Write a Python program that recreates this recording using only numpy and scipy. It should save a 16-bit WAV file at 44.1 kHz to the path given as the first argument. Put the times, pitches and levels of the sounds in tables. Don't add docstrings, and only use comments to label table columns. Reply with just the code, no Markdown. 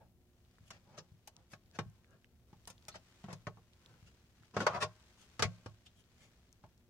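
import sys
import numpy as np
from scipy import signal
from scipy.fft import rfft, irfft, next_fast_len
from scipy.io import wavfile

SR = 44100
rng = np.random.default_rng(int(sys.argv[2]) if len(sys.argv) > 2 else 0)


def transcribe(u):
    v = np.clip(np.atleast_2d(u).T, -1, 1)
    q = np.round(v * 32767).astype(np.int16)
    wavfile.write(sys.argv[1], SR, q)


N = 304218
BLOW_S = .02

# freq_hz, correlation
STEREO_CORRELATION = [(30, .7), (100, .96), (400, .88), (900, .75), (1400, .5), (2200, -.15), (5000, -.1),
                      (14000, 0)]
# freq_hz, gain_db
STEREO_BALANCE = [(30, 3), (110, -1), (700, 1.2), (2000, 1.8), (5000, 3.4), (9000, 6), (15000, 5)]
# freq_hz, density_db
RUMBLE_SPECTRUM = [(15, -16), (35, -4.5), (65, 2.5), (110, 0), (150, -9), (185, -6), (290, -13),
                   (450, -16.5), (700, -21), (1200, -36), (3000, -38.5), (8000, -38.5), (15000, -34.5)]
# pitch_hz, level_db
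HUM_PARTIALS = [(62, -81), (120, -81.5), (180, -85.5), (240, -83.5), (356, -85)]
# freq_hz, density_db
CLOTH_SPECTRUM = [(200, 2.5), (600, -1), (1500, 0), (3000, -1), (4500, -3.5), (6200, -5), (8000, -10),
                  (11000, -18.5), (15000, -24)]
# time_s, relative_db
RUSTLE_ENVELOPE = [(0.01, -83.5), (0.15, -87.5), (0.66, -77), (1.21, -82), (1.91, -80), (2.46, -84),
                   (2.5, -79.5), (3.21, -71.5), (3.65, -80.5), (3.85, -74), (4.36, -78), (4.46, -72.5),
                   (4.501, -79.5), (5.21, -71.0), (5.41, -72.5), (6.05, -80), (6.16, -75.5), (6.879, -83)]
# pitch_hz, gain_db, t60_s
TUB_FLOOR_MODES = [(108.1, -5.5, 0.28), (120.1, -8, 0.17), (148.5, -4.5, 0.11), (175.8, -9.5, 0.29),
                   (196.5, -20, 0.24)]
# pitch_hz, gain_db, t60_s
TUB_WALL_MODES = [(374, -15, .18), (615, -4, .15), (668, -13, .12), (868, -12, .08), (1098, -2, .13),
                  (1412, -11, .13), (1730, -14, .08), (2416, -19, .09), (620, -26, .9), (1050, -25, .9),
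                  (1560, -28, .8)]
# freq_hz, t60_s
RING_DECAY = [(120, 0.043), (500, 0.11), (1500, 0.055), (5000, 0.078), (12000, 0.024)]
# freq_hz, gain_db
RING_COLOUR = [(30, -48), (65, -26), (130, -1.5), (200, -4), (275, -16.5), (340, -9.5), (480, 2), (1000, 0),
               (2000, 1), (3100, -2), (5000, 0), (6700, 4), (9000, 1.5), (15000, -10.5)]
# peak_s, swell_s, level_db, contact_ms, spot_hz, spot_lift_db
SLIDES = [(0.02, 0.04, -75, 0.48, 780, 10), (0.68, .012, -84.5, 0.081, 2840, 14.5),
          (0.753, .028, -70, 0.27, 2590, 6), (0.95, 0.075, -73, 0.34, 860, 11.5),
          (0.984, .006, -59.5, 0.21, 850, 12.5), (1.388, 0.041, -75.5, 0.53, 880, 5.5),
          (1.53, 0.017, -73, 0.12, 1870, 2), (1.761, 0.015, -65.5, 0.23, 1680, 4),
          (2.13, 0.045, -74.5, 0.46, 1660, 8), (2.705, 0.008, -65.5, 0.11, 960, 11),
          (2.925, 0.024, -80, 0.31, 4150, 25), (2.961, 0.0082, -56.5, 0.25, 675, 7.5),
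          (3.314, 0.024, -56, .38, 1280, 0), (3.92, .1, -77, .45, 1580, 8.5),
          (4.08, .012, -78, 0.16, 2840, 10), (4.551, 0.0079, -55, 0.42, 5400, 9),
          (4.612, .035, -51, 0.28, 243, 21.5), (4.7, .035, -49, .44, 1120, 14),
          (4.759, 0.022, -44, .41, 1055, 15), (4.831, .015, -40, 0.25, 1080, 8.5),
          (5.22, 0.029, -79, 0.11, 3000, 8), (5.443, 0.014, -51, 0.2, 2130, 14),
          (5.869, 0.0068, -80.5, 0.11, 3200, 23.5), (5.994, 0.029, -89, 0.081, 3140, 14.5),
          (6.235, 0.045, -80.5, 0.14, 2140, 10.5)]
# level_db, thump_db
SLIDE_THUMP = [(-83, -72.5), (-42.5, -48.5)]
# level_db, coupling
SLIDE_COUPLING = [(-56.5, .2), (-48.5, .9)]
# start_s, relative_db, pitch_hz
CLEAR_TICKS = [(0.584, -63, 1280), (1.3659, -56, 4730), (1.713, -67, 4560), (2.0453, -65.5, 2100),
               (2.2447, -60.5, 2170), (2.6544, -60.5, 3750), (2.7804, -63.5, 3370), (2.825, -69, 4300),
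               (2.8525, -63, 4450), (3.7338, -65, 3130), (3.8608, -57, 3670), (4.434, -62.5, 1560),
               (6.528, -60.5, 5900)]
# start_s, level_db
NUDGES = [(0.606, -57), (1.116, -55), (1.861, -46), (4.024, -55), (4.406, -59.5), (4.775, -47.5),
          (4.844, -44.5), (5.451, -33), (5.695, -58)]
# start_s, level_db, thump_db, contact_ms, spot_hz
BLOWS = [(0.705, -61, -62, 0.17, 1370), (0.9847, -61, -57, 0.24, 5400), (1.274, -66.5, -84, 0.095, 805),
         (1.534, -60.5, -58, 0.28, 1830), (1.788, -43, -38.5, 0.33, 1300), (2.529, -70.5, -57.5, 0.34, 820),
         (2.674, -63.5, -62.5, 0.095, 960), (2.883, -59.5, -61, 0.12, 1320), (2.942, -63, -77, 0.29, 1380),
         (3.24, -62, -52, 0.31, 192), (3.284, -57, -49, 0.68, 1190), (3.328, -62.5, -46, 0.14, 960),
         (3.469, -46.5, -43, .41, 1350), (3.571, -69, -61, 0.49, 1050), (4.566, -36, -39, 0.43, 220),
         (4.604, -42.5, -45.5, 0.34, 1370), (4.6661, -29, -46, 0.39, 1000), (5.394, -44, -37.5, 0.26, 1125),
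         (5.4233, -35.5, -37, .22, 630), (5.66, -57, -44.5, 0.3, 900), (6.638, -66, -56, 0.41, 900)]
# level_db, spot_lift_db
BLOW_SPOT_LIFT = [(-67, 12), (-41.5, 9)]


def undb(db):
    return 10 ** (np.asarray(db) / 20)


def at(points, hz):
    f, value = np.transpose(points)
    return np.interp(np.log(hz), np.log(f), value)


def bins_hz(size):
    return np.maximum(np.fft.rfftfreq(size, 1 / SR), 1)


def unit(x):
    return x / np.sqrt(np.mean(np.sum(x ** 2, axis=-1)))


def fade(t, t60_s):
    return np.exp(-np.log(1000) * t / t60_s)


def add(out, start_s, sound):
    i = int(start_s * SR)
    out[:, i:i + sound.shape[-1]] += sound[..., :N - i]


def walk(rate_hz):
    return 1.2 * np.interp(np.arange(N) / SR * rate_hz, np.arange(4096), rng.standard_normal(4096))


def stereo_noise(f):
    mid, side = rng.standard_normal((2, len(f))) + 1j * rng.standard_normal((2, len(f)))
    alike = np.clip(at(STEREO_CORRELATION, f), -.99, .99)
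    sign = np.array([[1], [-1]])
    balance = undb(sign * at(STEREO_BALANCE, f) / 2)
    return (mid * np.sqrt(1 + alike) + sign * side * np.sqrt(1 - alike)) * balance


def coloured_noise(spectrum):
    f = bins_hz(2 * next_fast_len(N // 2 + 1))
    return unit(irfft(stereo_noise(f) * undb(at(spectrum, f)))[:, :N]) * np.sqrt(N)


def resonance(f, hz, width_hz):
    return 1 / (1 + 1j * (f * f - hz * hz) / (f * width_hz))


def minimum_phase(x, gain):
    cepstrum = irfft(np.log(gain))
    half = len(cepstrum) // 2
    cepstrum[1:half] *= 2
    cepstrum[half + 1:] = 0
    return irfft(rfft(x) * np.exp(rfft(cepstrum)))


def outdoors(rumble_db=-69, swell_db=1, waver_rad=0.078):
    t, hum = np.arange(N) / SR, 0
    for hz, db in HUM_PARTIALS:
        amplitude = undb(db + 2 * walk(9)) * np.sqrt(2)
        hum += amplitude * np.sin(2 * np.pi * hz * t + waver_rad * walk(19))
    return coloured_noise(RUMBLE_SPECTRUM) * undb(rumble_db + swell_db * walk(4.2)) + hum


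def rustle(gain_db=3, flutter_db=-0.46, grain_db=2):
    db = gain_db + np.interp(np.arange(N) / SR, *np.transpose(RUSTLE_ENVELOPE))
    return coloured_noise(CLOTH_SPECTRUM) * undb(db + flutter_db * walk(54) + grain_db * walk(500))


def scrapes(slips_per_s=1500, scatter_db=4, lead_s=0.0049, fall_ratio=0.97, size=24576):
    out = np.zeros((2, N))
    for peak_s, swell_s, db, contact_ms, spot_hz, lift_db in SLIDES:
        thump_db = np.interp(db, *np.transpose(SLIDE_THUMP))
        coupling = np.interp(db, *np.transpose(SLIDE_COUPLING))
        start_s, fall_s = max(peak_s - 4 * swell_s, 0), fall_ratio * swell_s
        t = np.arange(size) / SR + start_s - peak_s + lead_s
        slips = (rng.random(size) < slips_per_s / SR) * rng.choice([-1, 1], size)
        slips = slips * undb(scatter_db * rng.standard_normal(size))
        pressure = np.exp(-np.abs(t / np.where(t < 0, swell_s, fall_s)) ** 1.6)
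        sound = tub(slips * pressure, contact(db, thump_db, contact_ms), spot_hz, lift_db, coupling)
        add(out, start_s, sound * np.sqrt((swell_s + fall_s) * SR))
    return out


def contact(db, thump_db, contact_ms, rise_db_per_oct=4, fall_db_per_oct=19.5):
    hz = np.array([900, 4800, 11500])
    rise_db = rise_db_per_oct * np.log2(hz / hz[0])
    fall_db = 10 * np.log10(1 + (hz * contact_ms / 1000) ** (fall_db_per_oct / 3))
    return [(140, thump_db), *zip(hz, db + rise_db - fall_db)]


def tub(force, spectrum, spot_hz, lift_db, coupling, spot_width_ratio=0.14, ring_db=-4):
    f = bins_hz(len(force))
    thump_db, clack_db = spectrum[0][1], spectrum[1][1]
    spot_mode = resonance(f, spot_hz, max(spot_width_ratio * spot_hz, 80))
    spot = np.abs(1 + (undb(lift_db) - 1) * spot_mode)
    colour = undb(at(spectrum, f) + at(RING_COLOUR, f) + ring_db)
    ring = minimum_phase(dense_ring(force), colour * spot)
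    walls = coupling * undb(clack_db) * modes(force, TUB_WALL_MODES, stereo_spread=0.1)
    floor = undb(thump_db) * floor_boom(force)
    fade_out = np.minimum(np.linspace(4, 0, len(force)), 1)
    return (ring + walls + floor) * fade_out


def dense_ring(force, tail_db=-41, tail_t60_s=0.84):
    t, f = np.arange(len(force)) / SR, bins_hz(len(force))
    noise, drive, ring = stereo_noise(f), rfft(force), 0
    for hz in 125 * 2 ** np.arange(8):
        band = irfft(noise * np.cos(np.pi / 2 * np.minimum(np.abs(np.log2(f / hz)), 1)))
        decay = fade(t, at(RING_DECAY, hz)) + undb(tail_db) * fade(t, tail_t60_s)
        ring += unit(irfft(drive * rfft(band * decay)))
    return ring


def modes(force, table, stereo_spread, skirt_ratio=0.61):
    f, drive, out = bins_hz(len(force)), rfft(force), 0
    for hz, db, t60_s in table:
        channels = 1 + stereo_spread * np.array([[1], [-1]]) * np.exp(2j * np.pi * rng.random())
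        mode = resonance(f, hz, np.log(1000) / (np.pi * t60_s))
        radiation = resonance(f, hz, skirt_ratio * hz)
        out += undb(db) * unit(irfft(drive * channels * mode * radiation))
    return out


def floor_boom(force, yield_s=0.00022):
    softened = signal.lfilter([1], [1, -np.exp(-1 / (yield_s * SR))], force)
    return modes(softened, TUB_FLOOR_MODES, stereo_spread=0.28)


def ticks(t60_s=0.002, width_ratio=0.67, echo_db=-20, echo_t60_s=0.018, gain_db=22, size=4096):
    out, t, f = np.zeros((2, N)), np.arange(size) / SR, bins_hz(size)
    decay = fade(t, t60_s) + undb(echo_db) * fade(t, echo_t60_s)
    for start_s, db, hz in [*CLEAR_TICKS, *faint_ticks()]:
        snap = irfft(stereo_noise(f)) * decay
        tick = irfft(rfft(snap) * resonance(f, hz, width_ratio * hz) ** 2)
        add(out, start_s, undb(db + gain_db) * unit(tick))
    return out


def faint_ticks(count=14, relative_db=-72, scatter_db=2, pitch_hz=4500, scatter_oct=.5):
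    start_s = rng.random(count) * (N - 1) / SR
    loud, high = rng.standard_normal((count, 2)).T
    return zip(start_s, relative_db + scatter_db * loud, pitch_hz * 2 ** (scatter_oct * high))


def bumps(push_s=0.0029, size=16384):
    out, t = np.zeros((2, N)), np.arange(size) / SR
    push = t * np.exp(-t / push_s)
    for start_s, db in NUDGES:
        add(out, start_s, undb(db) * floor_boom(push) * np.sqrt(BLOW_S * SR))
    return out


def knocks(chatter_s=0.0015, chatter_db=-1, coupling=.55, size=24576):
    out, t = np.zeros((2, N)), np.arange(size) / SR
    for start_s, db, thump_db, contact_ms, spot_hz in BLOWS:
        chatter = rng.standard_normal(size) ** 3 * t * np.exp(-t / chatter_s)
        force = undb(chatter_db) * unit(chatter)
        force[0] += 1
        lift_db = np.interp(db, *np.transpose(BLOW_SPOT_LIFT))
        sound = tub(force, contact(db, thump_db, contact_ms), spot_hz, lift_db, coupling)
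        add(out, start_s, sound * np.sqrt(BLOW_S * SR))
    return out


def scene():
    return knocks() + scrapes() + bumps() + ticks() + rustle() + outdoors()


def record(dry):
    return signal.sosfilt(signal.ellip(10, .2, 70, 15800, fs=SR, output="sos"), dry)


dry = scene()
out = record(dry)
transcribe(out)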